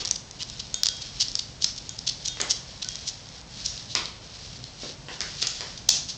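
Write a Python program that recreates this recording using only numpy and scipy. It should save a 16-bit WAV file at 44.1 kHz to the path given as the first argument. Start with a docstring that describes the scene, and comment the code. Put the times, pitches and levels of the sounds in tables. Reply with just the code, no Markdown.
"""Dog's claws on a hard kitchen floor

A dog walks past a low microphone: claws ring as struck bodies and skid by stick-slip, pads and fur hiss,
collar tags clink as damped metal modes. It stops by a wooden chair and steps about, with duller knocks;
off to the side, more of the room and less of the claws is heard. The bright room answers in noise tails,
over steady room air and a low wavering rumble; the sharpest ticks overload the narrow-band microphone."""
import sys
import numpy as np
from scipy import signal
from scipy.fft import rfft, irfft, next_fast_len
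from scipy.io import wavfile
from scipy.ndimage import map_coordinates

SR = 44100
rng = np.random.default_rng(int(sys.argv[2]) if len(sys.argv) > 2 else 0)


def wav_out(sig):
    """Save sig, one row per channel (or a flat mono array), as 16-bit PCM at SR to the path in sys.argv[1]."""
    wavfile.write(sys.argv[1], SR, np.round(np.clip(np.atleast_2d(sig).T, -1, 1) * 32767).astype(np.int16))


N = 272097

# colour of a struck claw: (frequency [Hz], gain [dB])
CLAW_COLOUR = [(100, -18), (600, -13.5), (1900, -11.5), (2600, -10), (3400, 0), (4500, -0.5), (6500, -1.5),
               (7500, -5.5), (8500, -6)]
# response of the microphone, falling steeply in the treble: (frequency [Hz], gain [dB])
MICROPHONE_RESPONSE = [(7000, -0.5), (8000, -7), (8600, -17), (9000, -28), (9600, -70.5)]


def ticks():
    """A claw hits the floor and rings for a few cycles; the floor's mirror image follows at once."""
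    # clear claw strikes: (time [s], peak of the direct sound [dB], resonance [Hz])
    strikes = [(0.0507, -9.5, 4860), (0.056, -10, 5130), (0.0746, -13.0, 5540), (0.0788, -15.0, 5500),
               (0.0897, -18, 5860), (0.1115, -1, 6160), (0.3114, -19.5, 6190), (0.4254, -13, 5100),
               (0.4313, -13.0, 5270), (0.4997, -17, 5280), (0.6055, -30, 4630), (0.743, -4.5, 6900),
               (0.8342, 1.5, 4800), (0.8586, -4, 5230), (0.868, -2, 4940), (1.0204, -22, 5100),
               (1.2094, -4.5, 5240), (1.284, -15.5, 5030), (1.3167, -18, 5120), (1.3541, -4, 5350),
               (1.6229, -9.5, 5170), (1.6439, 0, 5260), (1.8931, -13, 6660), (1.9903, -14, 5020),
               (2.0968, -16, 4740), (2.259, -11, 5090), (2.2784, -15, 6700), (2.2836, -9, 6200),
               (2.4148, -4, 7500), (2.509, -3, 5520), (2.8464, -14.5, 4960), (2.888, -10, 5900),
               (2.9564, -12.5, 5550), (3.0783, -13.5, 5330), (3.0882, -13, 5300), (3.6614, -10, 5640),
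               (3.952, -1.5, 4800), (4.0566, -14, 4530), (4.6409, -18.5, 4500), (5.2063, -9, 5100),
               (5.2158, -12, 5120), (5.419, -11, 4860), (5.4265, -10.5, 5040), (5.4704, -7.5, 6400),
               (5.6078, -13.5, 4970), (5.8904, 0.5, 6100), (5.9044, -3.5, 6240)]
    hard_db, thud_db = -1.5, -26  # a strike above hard_db also sounds the floor, weaker by thud_db
    out = np.zeros(N)
    for s, db, hz in strikes:
        force = contact(chatter=0.089, life=0.0019)
        mirror_delay = rng.uniform(.0005, .001)  # s
        force[round(mirror_delay * SR)] += .35
        claw = peaked(body(force, CLAW_COLOUR, hz, q=9.1), db)
        add(out, s, in_room(claw, wet_db=room_db_at(s)))
        if db > hard_db:
            thud = peaked(wood(hz=2200, bass_db=4.5), db + thud_db)
            add(out, s, in_room(thud, wet_db=-5.0))
    return out


def patter():
    """Light stray claw touches, thinning out as the dog slows down and moves aside."""
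    # spells of touches: (start [s], end [s], touches per second [1/s], strongest direct peak [dB])
    spells = [(0.449, 1.451, 14.0, -22), (1.654, 3.453, 7.4, -23), (3.504, 6.102, 5.1, -32)]
    range_db = 11.5  # the weakest touch lies this far under the strongest
    out = np.zeros(N)
    for start, end, rate, db in spells:
        count = round((end - start) * rate)
        for when, softness, pitch in rng.random(size=(count, 3)):
            s = start + (end - start) * when
            force = contact(chatter=0.33, life=0.001)
            touch = body(force, CLAW_COLOUR, 4700 + 900 * pitch, q=4.0)
            touch = peaked(touch, db - range_db * softness)
            add(out, s, in_room(touch, wet_db=room_db_at(s)))
    return out


def skids():
    """A sliding claw sticks and slips at an uneven rate, in a short swell."""
    # slides: (middle [s], half-length [s], direct rms at the middle [dB], resonance [Hz])
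    slides = [(0.014, 0.02, -30.5, 4300), (0.161, 0.0049, -25.5, 5200), (0.413, 0.02, -31.5, 2780),
              (0.601, 0.0091, -27, 4370), (.858, 0.015, -26.5, 4750), (0.888, 0.0022, -17.5, 4600),
              (1.023, 0.011, -31, 4500), (1.206, 0.0094, -21, 5100), (1.22, 0.015, -19, 4670),
              (1.394, 0.0041, -18.5, 4510), (1.629, 0.021, -29, 4950), (1.645, 0.0048, -17, 5200),
              (1.783, 0.0079, -30.5, 5060), (1.989, 0.0054, -33, 5050), (2.076, 0.0096, -20, 4640),
              (2.078, 0.0021, -17.5, 4600), (2.094, 0.0075, -22, 4700), (2.258, 0.013, -27.5, 5400),
              (2.279, 0.011, -29, 6400), (2.406, .007, -28, 6300), (2.511, 0.018, -20, 5700),
              (2.827, 0.0092, -26, 3800), (3.084, 0.021, -27, 5850), (3.659, 0.016, -26.5, 5300),
              (3.917, 0.038, -36.5, 4100), (5.426, 0.016, -24.5, 4280), (5.474, 0.004, -20, 5300),
              (5.779, 0.0061, -35, 4700), (5.892, 0.0043, -9.5, 6000), (5.957, 0.033, -26, 5630),
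              (6.098, 0.018, -29.5, 5100)]
    # colour of a sliding claw: (frequency [Hz], gain [dB])
    rasp_colour = [(100, -31.5), (700, -12.5), (1500, -20), (2400, -13), (2900, -4.5), (4500, -1),
                   (6400, -2.5), (7300, -8.5), (8500, -10)]
    slip_hz, scatter_db = 934, 2.5  # typical slips a second; spread of their strengths
    room_offset_db = -1.5  # room level against that of a tick
    out = np.zeros(N)
    t = np.arange(SR // 8) / SR - 1 / 16
    for s, half_length, db, hz in slides:
        drift = .2 * rng.standard_normal() + .18 * wobble(400, size=len(t))
        rate = slip_hz * np.exp(drift)
        # one impulse each time the running slip count passes a whole number
        slips = np.diff(np.floor(np.cumsum(rate) / SR), prepend=0)
        slips = slips * amp(scatter_db * rng.standard_normal(len(t)))
        force = unit(slips) + .5 * rng.standard_normal(len(t))
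        rasp = unit(body(force, rasp_colour, hz, q=4.0)[:len(t)])
        skid = amp(db) * rasp * np.exp(-2 * (t / half_length) ** 2)
        skid = skid[t + s >= 0]
        add(out, s + t[0], in_room(skid, wet_db=room_db_at(s) + room_offset_db))
    return out


def knocks():
    """Heavier blows of paws and chair sound the wood and fill the room."""
    # blows: (time [s], direct peak [dB], resonance [Hz], added bass [dB], room over direct sound [dB])
    blows = [(.004, -23, 2600, 6.5, 10), (2.372, -19.5, 1700, -7, -1.5), (2.402, -9, 2600, -2, 2.5),
             (2.414, -22.5, 1600, 3.5, 8.5), (3.952, -9.5, 2450, -5.5, 7.5), (4.834, -20.5, 2400, 9, 2.5),
             (5.085, -19.5, 1880, 3, 7), (5.208, -17.5, 2200, 1.5, 7), (5.426, -12, 2100, -10, 3),
             (5.608, -20.5, 1000, 0.5, 6), (5.935, -26, 600, 0, 7.5)]
    out = np.zeros(N)
    for s, db, hz, bass_db, room_db in blows:
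        knock = peaked(wood(hz, bass_db), db)
        add(out, s, in_room(knock, wet_db=room_db, build=0.0036))
    return out


def tags():
    """The metal tags swing and ring in three modes until they fall back against the fur."""
    # clinks: (time [s], low mode [dB], middle mode [dB], high mode [dB], free ringing [s])
    clinks = [(.743, -50.5, -42.5, -34.5, 0.097), (.887, -45.5, -37.5, -46, .24),
              (1.894, -54, -46, -44, 0.025), (2.283, -53, -40, -33, 0.1), (2.402, -55, -41.5, -45, 0.18),
              (2.847, -45, -56, -58, 0.024), (2.888, -70, -42.5, -54, .2)]
    # modes of the tags: (frequency [Hz], time to fall by 60 dB [s])
    tag_modes = [(1495, 0.39), (3270, 0.97), (3660, 0.4)]
    swing_db = 1.0  # random waver of each mode
    mute_s = .025  # how fast the fur stills a tag
    out, t = np.zeros(N), np.arange(SR // 2) / SR
    for s, *levels, ring in clinks:
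        ringing = np.zeros(len(t))
        for db, (hz, t60) in zip(levels, tag_modes):
            level_db = db - 60 * t / t60 + swing_db * wobble(40, size=len(t))
            ringing += amp(level_db) * np.sin(2 * np.pi * hz * t)
        damping = np.exp(-np.maximum(t - ring, 0) / mute_s)
        add(out, s, in_room(ringing * damping, wet_db=-21))
    return out


def shuffle():
    """Pads and fur brush the floor: a soft, grainy hiss that swells and fades with each stroke."""
    # strokes over the floor: (middle [s], half-length [s], level at the middle [dB])
    strokes = [(0.098, 0.099, -40), (.62, 0.24, -43), (1.163, 0.3, -40.5), (1.682, 0.035, -37),
               (2.25, 0.6, -44.5), (2.975, 0.29, -41), (3.372, .05, -45), (3.595, 0.082, -38),
               (3.773, 0.1, -39), (4.438, 0.25, -42.5), (4.86, 0.076, -37), (5.137, 0.058, -42.5),
               (5.49, 0.28, -37.5)]
    # colour of the brushing: (frequency [Hz], spectral density [dB])
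    brush_colour = [(700, -25), (1400, -15), (2300, -11), (3000, -5.5), (4300, -0.5), (5600, -0.5),
                    (6700, -8.5), (7600, -11.5), (9000, -18)]
    fur_db = -54.5  # constant hiss under the strokes
    t = np.arange(N) / SR
    power = amp(fur_db) ** 2
    for s, half_length, db in strokes:
        power = power + amp(db) ** 2 * np.exp(-2 * ((t - s) / half_length) ** 2)
    graininess_db = 20 / np.log(10) * 0 + 2.2 * wobble(500) + 1.3 * wobble(30)
    grains = rng.standard_normal(N) * amp(graininess_db)
    return np.sqrt(power) * unit(filtered(grains, lambda hz: amp(along(brush_colour, hz))))


def ambience():
    """Steady room air over a low rumble that wavers at random and swells once."""
    # colour of the room air: (frequency [Hz], spectral density [dB])
    air_colour = [(120, -15), (250, -5), (370, 0.5), (520, 1.5), (750, 0.5), (1200, -4.5), (2300, -6),
                  (4100, -7), (5300, -5.5), (7000, -9.5), (8200, -9), (9000, -19.5)]
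    # colour of the rumble: (frequency [Hz], spectral density [dB])
    rumble_colour = [(13, -40), (22, -11), (48, 3), (81, -2.5), (124, 2.5), (300, -12), (390, -35.5),
                     (660, -120)]
    air_db, rumble_db = -49.5, -47.0  # rms, the rumble's before its waver and swell
    swing_db, swing_rate = 1.35, 7.0  # typical waver of the rumble; random knots a second
    # the rumble swells briefly under the last steps
    swell_s, swell_length_s, swell_rise_db = 6.02, 0.11, 4.5
    t = np.arange(N) / SR
    swell_db = swell_rise_db * np.exp(-((t - swell_s) / swell_length_s) ** 2)
    air = amp(air_db) * coloured_noise(air_colour)
    level_db = rumble_db + swell_db + swing_db * wobble(swing_rate)
    return air + amp(level_db) * coloured_noise(rumble_colour)


def in_room(sound, wet_db, build=0.0083):
    """The sound and a fresh room tail, which builds up (build [s]) as the walls answer."""
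    # decay of the room: (frequency [Hz], time to fall by 60 dB [s])
    room_decay = [(150, 0.42), (1000, 0.54), (5000, 0.42), (9000, 0.36)]
    hz, t, z = signal.stft(rng.standard_normal(SR // 2), SR, nperseg=256)
    fade = amp(-60 * t / along(room_decay, hz)[:, None])
    rise = 1 - np.exp(-(t / build) ** 2)
    tail = signal.istft(z * fade * rise, SR, nperseg=256)[1]
    response = amp(wet_db) * tail / np.linalg.norm(tail)
    response[0] += 1  # direct sound
    return signal.fftconvolve(sound, response)


def room_db_at(s):
    """How strongly the room answers where the dog is at time s."""
    # room over direct sound, strongest once the dog is off to the side: (time [s], level [dB])
    room_level = [(0, -12.5), (1.4, -9), (2.4, -8.5), (3.1, -11.5), (3.6, -3.5), (6.1, -3.5)]
    return np.interp(s, *np.transpose(room_level))


def contact(chatter, life):
    """One sharp blow followed by a brief chatter of tiny contacts, dying away over life [s]."""
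    t = np.arange(SR // 50) / SR
    force = chatter * rng.standard_normal(len(t)) * np.exp(-t / life)
    force[0] += 1
    return force


def body(force, colour, hz, q):
    """Causal (minimum-phase) answer to a force of a body with a broad colour and one resonance."""
    size = 1024
    f = np.fft.rfftfreq(size, 1 / SR) + 1
    resonance = 1 / np.sqrt(1 + (q * (f / hz - hz / f)) ** 2) ** .5
    gain = amp(along(colour, f)) * resonance
    top_hz = MICROPHONE_RESPONSE[-1][0]
    gain = gain / (1 + (f / top_hz) ** 20)
    # folding the cepstrum forward in time makes the response causal
    cepstrum = irfft(np.log(gain + 1e-6))
    cepstrum[1:size // 2] *= 2
    cepstrum[size // 2 + 1:] = 0
    return signal.fftconvolve(force, irfft(np.exp(rfft(cepstrum))))


def wood(hz, bass_db):
    """One clean blow on wood; more weight gives more bass."""
    # colour of the wood: (frequency [Hz], gain [dB])
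    wood_colour = [(80, -4.5), (230, 0), (370, 1.5), (510, 3), (720, -2), (1250, -6), (1750, -2),
                   (2400, -2), (3500, -3), (8000, -16.5)]
    colour = [(f, level + bass_db / (1 + (f / 900) ** 2)) for f, level in wood_colour]
    return body(contact(chatter=0.08, life=0.0023), colour, hz, q=0.43)


def coloured_noise(colour):
    """Noise of rms 1 with the given spectrum."""
    return unit(filtered(rng.standard_normal(N), lambda hz: amp(along(colour, hz))))


def wobble(rate, size=N):
    """A smooth random curve of size samples, rate knots a second."""
    knots = rng.standard_normal(int(size * rate / SR) + 4)
    return map_coordinates(knots, [np.arange(size) * rate / SR])


def filtered(x, gain):
    """x through a zero-phase gain of frequency."""
    size = next_fast_len(len(x) + 8192)
    return irfft(rfft(x, size) * gain(np.fft.rfftfreq(size, 1 / SR)), size)[:len(x)]


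def along(points, hz):
    """(frequency [Hz], value) points read on a log frequency axis."""
    f, v = np.transpose(points)
    return np.interp(np.log(hz + 1), np.log(f), v)


def amp(db):
    """Decibels to gain."""
    return 10 ** (np.asarray(db) / 20)


def unit(x):
    """Scaled to rms 1."""
    return x / np.sqrt(np.mean(x ** 2) + 1e-20)


def peaked(sound, db):
    """The sound scaled to a peak level."""
    return amp(db) * sound / np.abs(sound).max()


def add(track, s, sound):
    """Mix a sound into the track at time s."""
    start = max(round(s * SR), 0)
    part = sound[:max(N - start, 0)]
    track[start:start + len(part)] += part


def scene():
    """Everything at the one microphone."""
    dog = ticks() + patter() + skids() + knocks() + tags() + shuffle()
    return (dog + ambience())[None]


def record(dry):
    """The microphone loses the top treble, and the sharpest peaks clip."""
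    top_hz = 16000  # steep upper limit after the clipping
    heard = filtered(dry[0], lambda hz: amp(along(MICROPHONE_RESPONSE, hz)))
    clipped = np.clip(heard, -.72, .72)
    return filtered(clipped, lambda hz: 1 / (1 + (hz / top_hz) ** 80))[None]


dry = scene()
out = record(dry)
wav_out(out)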